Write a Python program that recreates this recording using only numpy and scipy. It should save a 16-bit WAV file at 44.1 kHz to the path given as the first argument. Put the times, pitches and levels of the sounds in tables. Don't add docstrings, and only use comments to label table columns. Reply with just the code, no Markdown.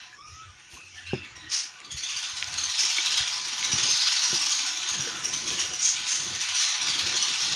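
import sys
import numpy as np
from scipy import signal
from scipy.fft import rfft, irfft, next_fast_len
from scipy.io import wavfile
from scipy.ndimage import uniform_filter1d

SR = 44100
rng = np.random.default_rng(int(sys.argv[2]) if len(sys.argv) > 2 else 0)


def waveform_to_disk(signal):
    frames = np.transpose(np.atleast_2d(signal))
    scaled = np.clip(frames, -1, 1) * 32767
    samples = np.round(scaled).astype(np.int16)
    wavfile.write(sys.argv[1], SR, samples)


def natural_amplitude(level_db):
    exponent = np.asarray(level_db, float) / 20
    return 10 ** exponent


N = 332955


def highpass(x, hz):
    return signal.sosfilt(signal.butter(4, hz, "high", fs=SR, output="sos"), x)


def bandpass(x, low_hz, high_hz, order=2):
    return signal.sosfilt(signal.butter(order, [low_hz, high_hz], "band", fs=SR, output="sos"), x)


def rms_one(x):
    return x / np.sqrt(np.mean(x ** 2) + 1e-20)


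def peak_one(x):
    return x / np.max(np.abs(x))


def in_time(rows, outside=None):
    s, *columns = np.transpose(rows)
    return [np.interp(np.arange(N) / SR, s, c, outside, outside) for c in columns]


def drift(rate, size):
    r = np.exp(-2 * np.pi * rate * 20 / SR)
    slow = signal.lfilter([1], [1, -2 * r, r * r], rng.standard_normal(size // 20 + 1002))[1000:]
    return np.interp(np.arange(size) / 20, np.arange(len(slow)), rms_one(slow))


def resonate(x, hz, width_hz):
    r = np.exp(-np.pi * width_hz / SR)
    turn = 2 * np.pi * hz / SR
    return signal.lfilter([(1 - r * r) / 2, 0, (r * r - 1) / 2], [1, -2 * r * np.cos(turn), r * r], x)


def resonate_twice(x, hz, width_hz):
    return resonate(resonate(x, hz, width_hz), hz, width_hz)


def ring(push, hz, t60):
    r, turn = natural_amplitude(-60 / (t60 * SR)), 2 * np.pi * hz / SR
    return signal.lfilter([0, np.sin(turn)], [1, -2 * r * np.cos(turn), r * r], push + 1e-18)


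VALLEY_HZ, VALLEY_OCTAVES = 4240, 0.47


def patchy_noise(colour, edges_hz, levels_db, count, slow_db, fast_db, hollow_db=0, lifts=()):
    hz, db = np.transpose(colour)
    bands = np.geomspace(hz[0], hz[-1], count + 1)
    power = np.zeros(len(levels_db))
    groups, white = np.zeros((len(levels_db), N)), rng.standard_normal((2, N))
    for k, (low, high) in enumerate(zip(bands, bands[1:])):
        centre = np.sqrt(low * high)
        band = bandpass(white[k % 2], low, high)
        gain_db = np.interp(np.log(centre), np.log(hz), db)
        gain_db = gain_db + slow_db * drift(4.14, N) + fast_db * drift(24.7, N)
        for path_hz, lift_db, octaves in lifts:
            gain_db = gain_db + lift_db * np.exp(-(np.log2(centre / path_hz) / octaves) ** 2)
        group = np.searchsorted(edges_hz, centre)
        power[group] += np.mean((natural_amplitude(gain_db) * band) ** 2)
        valley = np.exp(-(np.log2(centre / VALLEY_HZ) / VALLEY_OCTAVES) ** 2)
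        groups[group] += natural_amplitude(gain_db - hollow_db * valley) * band
    return sum(natural_amplitude(level) * group / np.sqrt(p) for level, group, p in zip(levels_db, groups, power))


def tone(rows, wobble):
    hz, *levels_db = in_time(rows)
    on = uniform_filter1d(in_time([(rows[0][0], 1), (rows[-1][0], 1)], 0)[0], size=900)
    phase = 2 * np.pi * np.cumsum(hz * (1 + wobble * drift(24.5, N))) / SR
    return on * sum(np.sqrt(2) * natural_amplitude(db) * np.sin((k + 1) * phase) for k, db in enumerate(levels_db))


# frequency in Hz, level in dB per Hz.
RUMBLE_COLOUR = [(18, -54), (30, -16.5), (125, -15), (166, -7), (293, -8), (387, -16), (459, -10),
                 (598, -14), (700, -10.5), (910, -54), (1540, -120)]
# start in seconds, end in seconds, rub in dB, bass weight in dB.
SHUFFLES = [(0.224, 0.556, -81, 23), (0.727, 0.824, -56, -16), (1.12, 1.546, -62.5, 3),
            (1.807, 2.034, -60.5, -4), (2.407, 2.655, -56.5, -2), (3.052, 3.28, -58, -8),
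            (3.35, 3.596, -58.5, -7), (3.614, 3.935, -47, -6), (3.98, 4.257, -62.5, -18),
            (4.286, 4.434, -49.5, -25), (4.926, 5.186, -45.5, -12), (5.166, 5.4, -48, -5),
            (5.4, 5.578, -47, -5.5), (5.577, 5.786, -47.5, -8), (5.79, 6.074, -59, 0.5),
            (6.172, 6.384, -46.5, -18), (6.81, 7.2, -47, -12), (7.148, 7.38, -54, -13),
            (7.419, 7.6, -47.5, -9), (4.8, 4.87, -60, -3), (2.106, 2.2, -66, -8), (5.948, 6.057, -55, -15)]


def shuffling(bass_still_db=-70.5, mids_still_db=-68, edge_s=0.12):
    t = np.arange(N) / SR
    power = natural_amplitude([2 * bass_still_db, 2 * mids_still_db])[:, None] * np.ones(N)
    for start, end, db, bass_db in SHUFFLES:
        hold = np.clip(0.5 + np.minimum(t - start, end - t) / edge_s, 0, 1)
        power = power + np.outer(natural_amplitude([2 * (db + bass_db), 2 * db]), hold ** 2)
    return patchy_noise(RUMBLE_COLOUR, [160], 10 * np.log10(power), count=9, slow_db=1.5, fast_db=3.0)


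# frequency in Hz, width in Hz, level in dB.
STANDING_WAVES = [(131, 14, 1), (348, 20, 1), (731, 28, 2), (846, 18, 4), (1011, 18, 3), (1471, 18, 4)]


def standing_waves(x):
    return sum(natural_amplitude(db) * resonate(x, hz, width_hz) for hz, width_hz, db in STANDING_WAVES)


# time in seconds, level in dB, shrillness in dB.
EFFORT = [(0, -39, -5.5), (.14, -51.5, 0.5), (.24, -57, 4), (.29, -51, 1), (.4, -48, -3.5),
          (.59, -48.5, -3), (0.899, -50, 1.5), (1.2, -47, -4.5), (1.75, -45.5, -3), (1.96, -48.5, 1),
          (1.975, -43, 1), (2.54, -36.5, 1.5), (2.86, -31.5, 3), (3.15, -29.5, 1), (3.41, -36, 2.5),
          (3.83, -29, 1.5), (4.46, -31, 3), (5.0, -34, -1.5), (5.14, -34.5, 2), (5.22, -33, 2),
          (5.3, -34.5, 4), (5.36, -33.5, 1), (5.45, -33.5, 2.5), (5.751, -35.5, -0.2), (6.311, -32.5, 2),
          (6.7, -31.5, -1), (7.55, -31, 1.5)]
# frequency in Hz, level in dB.
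WASH_COLOUR = [(600, -25.5), (720, -16.5), (1100, -8.5), (1740, -7), (3460, -2), (4810, -3.5), (6430, -4),
               (9000, -8.5), (14000, -5)]
REGISTER_EDGES_HZ = (1800, 4400, 7200)
# time in seconds, lower resonance in Hz,
# upper resonance in Hz, chest weight in dB.
FAR_THROATS = [(0, 3200, 5600, 2), (.3, 2600, 5600, -4), (.6, 2600, 6400, -2), (.9, 2500, 5700, -4),
               (1.2, 2580, 5200, 1), (1.45, 2000, 5800, -2), (1.7, 1990, 5600, 0.5),
               (1.9, 3070, 6300, 2), (2.01, 4250, 6210, -4.5), (2.1, 2960, 5770, 0.5),
                (2.34, 4100, 5810, 1), (2.45, 3260, 5500, 1.5), (2.58, 4240, 6120, 3),
                (2.73, 3540, 5800, -1.5), (3.24, 3300, 6400, 0.5), (3.44, 3850, 5560, 0.5),
                (3.88, 3360, 6040, -1.5), (4.04, 3900, 5750, 1), (5.41, 2980, 6200, 0),
                (5.55, 4100, 6390, -0.5), (5.61, 2880, 5640, 1), (5.94, 4170, 6640, -1),
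                (6.01, 3240, 6270, -0.5), (6.98, 3540, 5500, 1), (7.55, 3870, 5660, 0)]
# time in seconds, depth in dB.
HOLLOW = [(0.08, 0), (.17, 8), (.26, 4), (.5, 1.5), (.85, 3.5), (.92, 4), (1, 0.5), (2.3, 0), (2.5, 5.5),
          (2.7, 0.5), (3.0, -1), (3.2, 4), (3.4, -1.5), (3.7, 1), (3.95, -1), (4.2, -1), (5.1, 2),
          (5.2, 5.5), (5.28, 11), (5.34, 0.5), (5.7, 4), (5.9, 2), (7.55, -1)]


def chorus(swell, echo_db=(-42, -2.5, -3.5, -5.5), echo_s=0.035):
    level, shrill = in_time(EFFORT)
    low_hz, high_hz, chest_db = in_time(FAR_THROATS)
    lows = -41 + chest_db + 0.84 * (level + 31)
    steady = [lows, level, level + shrill, level + shrill - 4]
    r = np.exp(-1 / (echo_s * SR))
    low, high = signal.lfilter([1 - r], [1, -r], swell ** 2)
    levels = []
    for db, e_db, echo in zip(steady, echo_db, [low + high, low, high, high]):
        levels.append(10 * np.log10(natural_amplitude(2 * db) + natural_amplitude(2 * e_db) * echo))
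    faint_db = (-37 - level).clip(0)
    return patchy_noise(WASH_COLOUR, REGISTER_EDGES_HZ, levels, count=26,
                        slow_db=1.8 + 0.12 * faint_db, fast_db=1.52,
                        hollow_db=in_time(HOLLOW)[0] + 0.27 * faint_db,
                        lifts=[(low_hz, 3, 0.57), (high_hz, 1, 0.15)])   # path, dB, octaves


# start in seconds, end in seconds, start in Hz, end in Hz, level in dB.
PEEPS = [(0.09, 0.19, 1650, 1750, -47), (0.2, 0.32, 2200, 2600, -55), (0.19, 0.25, 3100, 3800, -57),
         (0.39, 0.5, 1300, 1550, -52), (0.43, 0.46, 2800, 2300, -53), (0.1, 0.46, 5500, 5100, -50),
         (0.72, 0.92, 2560, 2600, -45.5), (0.55, 1.3, 2800, 2560, -54), (0.942, 1.06, 770, 723, -56),
         (1.027, 1.298, 2733, 2640, -38.5), (1.069, 1.177, 1493, 1700, -45.5),
         (1.287, 1.61, 1900, 1870, -47), (1.358, 1.5, 3840, 3880, -46), (1.06, 1.12, 3750, 4500, -40.5),
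         (1.094, 1.218, 5160, 5100, -44), (3.061, 3.23, 520, 410, -53), (4.329, 4.547, 250, 342, -50.5),
         (4.492, 4.946, 230, 380, -54), (1.08, 1.16, 3200, 2500, -37), (0.93, 1.01, 5750, 5300, -49),
         (0.9, 1.0, 2260, 2240, -50), (4.85, 5.3, 1800, 1200, -41.5), (2.55, 3.45, 840, 1010, -48),
         (1.41, 1.5, 290, 340, -55), (1.15, 1.3, 320, 260, -49.5), (.35, .46, 2800, 3300, -55),
         (1.85, 1.92, 1200, 850, -56), (1.85, 1.92, 338, 306, -54), (0.72, 0.84, 800, 1400, -52.5)]


def peeps(breathy=0.032):
    out = np.zeros(N)
    for start, end, from_hz, to_hz, db in PEEPS:
        at, size = round(start * SR), round((end - start) * SR)
        phase = 2 * np.pi * np.cumsum(np.linspace(from_hz, to_hz, size)) / SR
        flutter = drift(breathy * to_hz + 20, SR)[:size]
        out[at:at + size] += natural_amplitude(db) * np.sqrt(np.hanning(size)) * flutter * np.sin(phase)
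    return out


# time in seconds, pitch in Hz, then fundamental, octave and third partial in dB.
SQUEAK = [
    (.172, 1090, -58, -64, -66),
    (.19, 1120, -52, -62, -63),
    (.226, 1235, -50, -64, -65),
    (.33, 1265, -50, -64, -76),
    (.42, 1290, -49, -65, -75),
    (.47, 1265, -54, -66, -80),
    (.53, 1200, -66, -75, -85),
]


def squeak():
    return tone(SQUEAK, wobble=0.018) * (1.05 + 0.3 * drift(60.0, N))


# peak in seconds, leading resonance in Hz, level in dB, length in seconds.
SHRILL = [(0.284, 5800, -50, 0.08), (0.758, 6100, -53, 0.1), (1.366, 5640, -43.5, 0.032),
          (1.502, 5500, -38, 0.019), (1.55, 5800, -32.5, 0.031), (1.921, 6700, -34.5, 0.035),
          (2.172, 5970, -34, 0.022), (2.036, 6440, -44, 0.026), (1.973, 6750, -40, 0.022),
          (2.097, 5900, -36, 0.025), (2.246, 6400, -46, 0.034), (2.302, 6320, -36.5, 0.036),
          (2.755, 5250, -37, 0.035), (3.28, 5600, -32, 0.027), (3.38, 5860, -44, 0.029),
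          (3.456, 5700, -35, 0.046), (3.532, 5800, -38, 0.036), (3.785, 6000, -28.5, 0.036),
          (4.595, 5500, -30, 0.023), (4.948, 6540, -33, 0.032), (5.079, 5600, -39, 0.024),
          (5.807, 5750, -30, 0.047), (6.413, 5900, -28.5, 0.029), (6.874, 5780, -35, 0.04),
          (7.411, 5400, -34, 0.06), (2.641, 6350, -26, 0.018), (2.794, 5280, -21, 0.041),
          (3.345, 5530, -33, 0.05), (3.73, 5900, -24, 0.045), (3.839, 6430, -24, 0.03),
          (3.904, 6320, -24.5, 0.043), (4.126, 5460, -24.5, 0.031), (4.244, 5720, -25.5, 0.086),
          (4.357, 5880, -29, 0.058), (4.418, 5500, -22, 0.016), (4.528, 6620, -26, 0.076),
          (4.668, 5400, -25.5, 0.025), (4.895, 6500, -28, 0.072), (5.013, 5800, -31.5, 0.056),
          (5.246, 5740, -24, 0.03), (5.339, 6130, -27.5, 0.041), (5.484, 6600, -34, 0.054),
          (5.604, 5710, -27, 0.052), (5.738, 6030, -28, 0.023), (5.859, 6530, -24, 0.053),
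          (6.128, 6220, -29, 0.063), (6.559, 5880, -23, 0.051), (6.353, 6160, -31, 0.015),
          (6.82, 5770, -24.5, 0.021), (7.227, 5960, -24.5, 0.032)]
THROATY = [(0.984, 1790, -45.5, 0.084), (1.077, 2610, -39, 0.039), (1.139, 2380, -41, 0.016),
           (1.25, 2200, -44, 0.05), (1.85, 4570, -40, 0.019), (1.917, 3400, -37.5, 0.045),
           (1.978, 4380, -32, 0.032), (2.039, 3490, -34, .035), (3.585, 3700, -38, 0.021),
           (5.484, 3440, -35.5, 0.025), (5.525, 4360, -35.5, 0.037), (7.522, 4250, -34, 0.026),
           (2.104, 2800, -36, 0.06), (2.235, 3540, -33.5, 0.034), (2.17, 4690, -32.5, 0.028),
           (2.374, 4000, -31.5, 0.026), (2.585, 4300, -27, 0.027), (2.701, 4030, -29.5, 0.026),
           (2.905, 2760, -35, 0.031), (3.062, 4030, -26.5, 0.043), (3.128, 3120, -28, 0.038),
           (3.182, 3310, -26.5, 0.041), (3.486, 4260, -34, 0.0097), (3.65, 3830, -28, 0.044),
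           (4.077, 4050, -29.5, 0.037), (4.168, 4400, -30, 0.016), (5.598, 2930, -29.5, 0.053),
           (6.07, 2830, -32, 0.014), (6.427, 2350, -35, 0.064), (6.498, 3020, -34.5, 0.064),
           (6.623, 4120, -27.5, 0.087), (6.895, 4600, -24.5, 0.049), (6.996, 4200, -27, 0.056),
           (7.07, 3700, -30, 0.035), (7.177, 4330, -25, 0.051), (7.291, 3690, -26.5, 0.022),
           (7.341, 2670, -29.5, 0.016), (7.453, 4240, -33, 0.086)]
LOW_HZ, HIGH_HZ, SCATTER = 3550, 5800, 0.151


def syllables(patter_from_s=1.98, gap_s=0.062, clear_s=0.04, rest_s=(5.05, 6.3)):
    at, level, shrill = np.transpose(EFFORT)
    rows = [(s, hz / 2, db - 12.5, hz, db, length) for s, hz, db, length in SHRILL]
    for s, hz, db, length in THROATY:
        high_hz = HIGH_HZ * (1 + SCATTER * rng.uniform(-1.19, 1))
        rows.append((s, hz, db, high_hz, db - 10 + 3.8 * np.interp(s, at, shrill), length))
    taken = np.array(rows)[:, 0]
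    for s in np.arange(patter_from_s, N / SR, gap_s):
        a, b, c, d, e, f = rng.uniform(-0.57, 1, size=6)
        db = np.interp(s, at, level) - 7
        if np.min(np.abs(taken - s)) > clear_s and not rest_s[0] < s < rest_s[1]:
            high_db = db + np.interp(s, at, shrill) + 4 * e
            rows.append((s + 0.0075 * a, LOW_HZ * (1 + 2 * SCATTER * b), db + 4 * c,
                         HIGH_HZ * (1 + SCATTER * d), high_db, 0.027 * 2 ** (0.73 * f)))
    return rows


def throat(air, hz, width_hz):
    broad = resonate_twice(air, hz, width_hz)
    return rms_one(broad) + natural_amplitude(-7) * rms_one(resonate(broad, hz, 150))


def chatter():
    out, beat, swell = np.zeros(N + SR), np.zeros(N + SR), np.zeros((2, N + SR))
    t = np.arange(SR // 4) / SR
    for s, low_hz, low_db, high_hz, high_db, length in syllables():
        air = rng.standard_normal(len(t)) * natural_amplitude(-2.0 * np.clip(drift(180.0, len(t)), -3, 1.6))
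        low = throat(air, low_hz, 400)
        high = throat(air, high_hz, 550)
        fifth = rms_one(resonate_twice(air, 1.5 * high_hz, 260))
        high = rms_one(high) + natural_amplitude(-13.5 + min(high_db - low_db, 0)) * fifth
        rasp = natural_amplitude(1.5) * rms_one(resonate(air, 7600, 10800))
        rasp = rasp + natural_amplitude(-2) * rms_one(np.diff(air, prepend=0))
        rise = 0.49 * length
        fade = np.exp(-((t - rise).clip(0) / (0.43 * length)) ** 0.43)
        shape = np.where(t < rise, (t / rise) ** 1.27, fade)
        voice = natural_amplitude(low_db) * rms_one(low) + natural_amplitude(high_db) * rms_one(high)
        voice = voice + natural_amplitude((low_db + high_db) / 2) * rasp
        at = round((s - rise) * SR)
        out[at:at + len(t)] += shape * voice
        beat[at:at + len(t)] += shape
        swell[:, at:at + len(t)] += np.outer(natural_amplitude([low_db, high_db]), shape)
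    return highpass(out[:N], 900), beat[:N].clip(0, 1), swell[:, :N]


# start in seconds, peak in seconds, end in seconds, pitch in Hz, level in dB.
HUM = [
    (0.29, 0.327, 0.41, 88.6, -49),
    (.43, 0.483, 0.52, 89.7, -50),
    (0.835, 1.052, 1.24, 90.8, -46),
    (2.433, 2.48, 2.7, 85, -52),
    (6.163, 6.29, 6.55, 95.3, -52.5),
    (6.853, 7.023, 6.95, 83.6, -50),
]


def hum():
    out = 0
    for start, top, end, hz, db in HUM:
        path = [(start, hz, db - 14), (top, hz, db), (end, 0.937 * hz, db - 7)]
        out = out + tone(path, wobble=0.05) * natural_amplitude(4 * drift(14, N))
    return out


def puffs():
    return 1.2 * drift(160, N)


# peak in seconds, length in seconds, level in dB, throat in Hz,
# broad part in dB.
HISSES = [
    (0.725, 0.11, -41.5, 11400, -4),
    (1.541, 0.13, -26.5, 5400, -1.5),
    (2.808, 0.07, -26.5, 5600, -8),
    (4.503, 0.045, -32, 6130, -16),
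    (5.845, 0.13, -21.5, 6370, -12.5),
    (5.968, 0.16, -35, 2760, -25),
    (6.103, 0.17, -27.5, 6500, -0.5),
    (6.61, 0.17, -26, 5860, -3.5),
]


def hisses(throat_width_hz=2200, rise_share=0.3):
    t, out, air = np.arange(N) / SR, 0, rng.standard_normal((2, N))
    broad = rms_one(bandpass(air[0], 1740, 13000))
    for s, length, db, hz, broad_db in HISSES:
        away = np.where(t < s, (s - t) / rise_share, t - s) / length
        open_throat = rms_one(resonate_twice(air[1], hz, throat_width_hz))
        out = out + natural_amplitude(db) * np.exp(-1.8 * away ** 2) * (open_throat + natural_amplitude(broad_db) * broad)
    return out * natural_amplitude(0.8 * drift(40, N) + puffs())


# time in seconds, peak in dB, thud pitch in Hz, bowl strength in dB.
KNOCKS = [(0.731, -44, 70.0, -15), (1.133, -13.5, 373, -3.5), (1.942, -33, 69.5, -9),
          (2.158, -48, 94.2, -7), (2.33, -45, 61.9, -3), (1.318, -49, 109, -20), (1.365, -46, 95, -20),
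          (1.445, -47, 95, -15), (1.92, -44, 150, -20), (2.838, -42.5, 354, -17), (2.985, -41, 346, -30),
          (3.202, -34, 75, 7), (3.734, -26, 199, -5), (4.329, -26, 353, -4), (4.915, -44, 67.5, -3),
          (4.992, -35, 126, -25), (5.072, -31.5, 463, -25), (5.543, -38, 174, -17), (6.264, -36, 370, -7),
          (7.03, -38, 92, -29)]
# frequency in Hz, level in dB, t60 in seconds.
BOWL = [(83, 19, 0.17), (126, 13.5, 0.25), (199, -4, 0.4), (238, -5, 0.26), (308, -9, 0.4), (354, -6, 0.35),
        (460, -13, 0.16), (770, -7, 0.092), (1060, -18, 0.19)]


def knocks(puff_db=-17.5, puff_s=0.013):
    out, strengths = np.zeros(N + SR), rng.normal(0, 2, (len(KNOCKS), len(BOWL)))
    noise, impulse = rng.standard_normal(N + SR), np.eye(1, SR // 2)[0]
    fade = np.exp(-np.arange(SR // 2) / (puff_s * SR))
    for (s, peak_db, thud_hz, bowl_db), chance_db in zip(KNOCKS, strengths):
        push = bandpass(impulse, 0.5 * thud_hz, 2.5 * thud_hz, order=3)
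        body = ring(push, thud_hz, 0.045 + 15.0 / thud_hz)
        for (hz, level_db, t60), d in zip(BOWL, chance_db):
            body += natural_amplitude(level_db + d + bowl_db) * ring(push, hz, 0.45 * t60)
        at = round(s * SR)
        puff = resonate_twice(noise[at:at + len(body)], thud_hz, thud_hz) * fade
        out[at:at + len(body)] += natural_amplitude(peak_db) * (peak_one(body) + natural_amplitude(puff_db) * peak_one(puff))
    return out[:N]


# time in seconds, peak in dB, ring in Hz, t60 in seconds, crack in dB.
CLICKS = [(1.803, -31, 2240, 0.0049, 12), (1.816, -32, 2240, 0.012, -8), (1.922, -21, 7050, 0.0035, 3),
          (2.7893, -9, 5450, .006, -8), (5.2403, -23, 5640, .008, -12), (2.426, -6, 2370, 0.0026, -30),
          (2.4431, -12.5, 5300, 0.004, -16), (2.542, -18.5, 4400, 0.002, 12.5),
          (2.836, -18, 2110, .008, -20), (2.9839, -10, 2270, 0.025, -25), (3.628, -10, 2350, 0.004, -17),
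          (4.425, -9, 5370, .004, -5), (5.5047, -12, 3350, 0.0059, -8), (3.205, -18.5, 1710, .012, -15),
          (3.238, -21, 1930, 0.016, -15)]


def clicks():
    out, tick = np.zeros(N + SR), np.eye(1, SR // 10)[0]
    for s, peak_db, hz, t60, crack_db in CLICKS:
        modes = ring(tick, hz, t60) + 0.61 * ring(tick, 1.35 * hz, 0.0032)
        body = resonate(modes, 1.1 * hz, 1.2 * hz)
        sound = peak_one(body) + natural_amplitude(crack_db) * ring(tick, 8000, 0.0011)
        at = round(s * SR)
        out[at:at + len(tick)] += natural_amplitude(peak_db - 1.5) * sound
    return highpass(out[:N], 1500)


def room(x, t60):
    t = np.arange(SR // 2) / SR
    tail = rng.standard_normal(len(t)) * natural_amplitude(-60 * t / t60) * np.clip(t / 0.0033, 0, 1)
    return signal.fftconvolve(x, tail / np.sqrt(np.sum(tail ** 2)))[:N]


def scene():
    voices, beat, swell = chatter()
    ticks, thin = clicks(), squeak()
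    far = chorus(swell)
    near = natural_amplitude(-4.5) * far * natural_amplitude(6 * beat + puffs())
    wash = near + natural_amplitude(-7.0) * room(far, t60=0.36)
    wet = natural_amplitude(-2) * room(voices + 0.39 * ticks + thin, t60=0.21)
    rumble = shuffling()
    mono = rumble + standing_waves(far + rumble) + wash + wet
    mono = mono + peeps() + thin + voices + hum() + hisses() + knocks() + ticks
    return np.array([mono, mono])


# frequency in Hz, gain in dB.
MICROPHONE = [(20, -24), (60, -2), (6800, -1), (7300, -10), (7750, -13), (8080, -10.5), (8350, -10.5),
              (8900, -7), (9800, -13), (10800, -19), (12000, -21), (14000, -23)]


def microphone(x):
    hz, db = np.transpose(MICROPHONE)
    size = next_fast_len(N + 4096)
    bins_hz = np.arange(size // 2 + 1) * SR / size
    gain = natural_amplitude(np.interp(np.log(bins_hz + 1), np.log(hz), db))
    return irfft(rfft(x, size) * gain, size)[:N]


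# frequency in Hz, threshold in dB over the local mean.
GATE = [(7000, -30), (7400, -12), (7700, -9), (8080, -4), (8400, -18), (9600, -10), (10600, 1.5),
        (11800, 6.5), (13000, 4.5), (14000, 5)]


def treble_gate(x, quiet_db=-62, chance_db=3):
    hz, t, z = signal.stft(x, SR, nperseg=2048, noverlap=1024)
    power = np.abs(z) ** 2 + 1e-20
    local = uniform_filter1d(uniform_filter1d(power, size=40, axis=0), size=3, axis=1)
    quiet = np.clip(quiet_db - 10 * np.log10(power[100:320].mean(axis=0)), 0, 20)
    whim = uniform_filter1d(rng.standard_normal((65, len(t))), size=2, axis=1) * 1.6
    over_db = np.interp(hz, *np.transpose(GATE), left=-99)[:, None]
    over_db = over_db + 0.44 * quiet * (hz[:, None] < 10000)
    limit_db = 10 * np.log10(local) + over_db + chance_db * np.repeat(whim, 16, axis=0)[:len(hz)]
    kept = 10 * np.log10(uniform_filter1d(power, size=2, axis=0)) > limit_db
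    return signal.istft(z * kept, SR, nperseg=2048, noverlap=1024)[1][:N]


def band_limit(x):
    return signal.sosfilt(signal.butter(12, 14370, fs=SR, output="sos"), x)


def record(dry):
    gated = treble_gate(microphone(dry[0]))
    cut = signal.sosfilt(signal.cheby2(14, 60, 14300, fs=SR, output="sos"), gated)
    return band_limit(np.array([cut, cut]))


dry = scene()
out = record(dry)
waveform_to_disk(out)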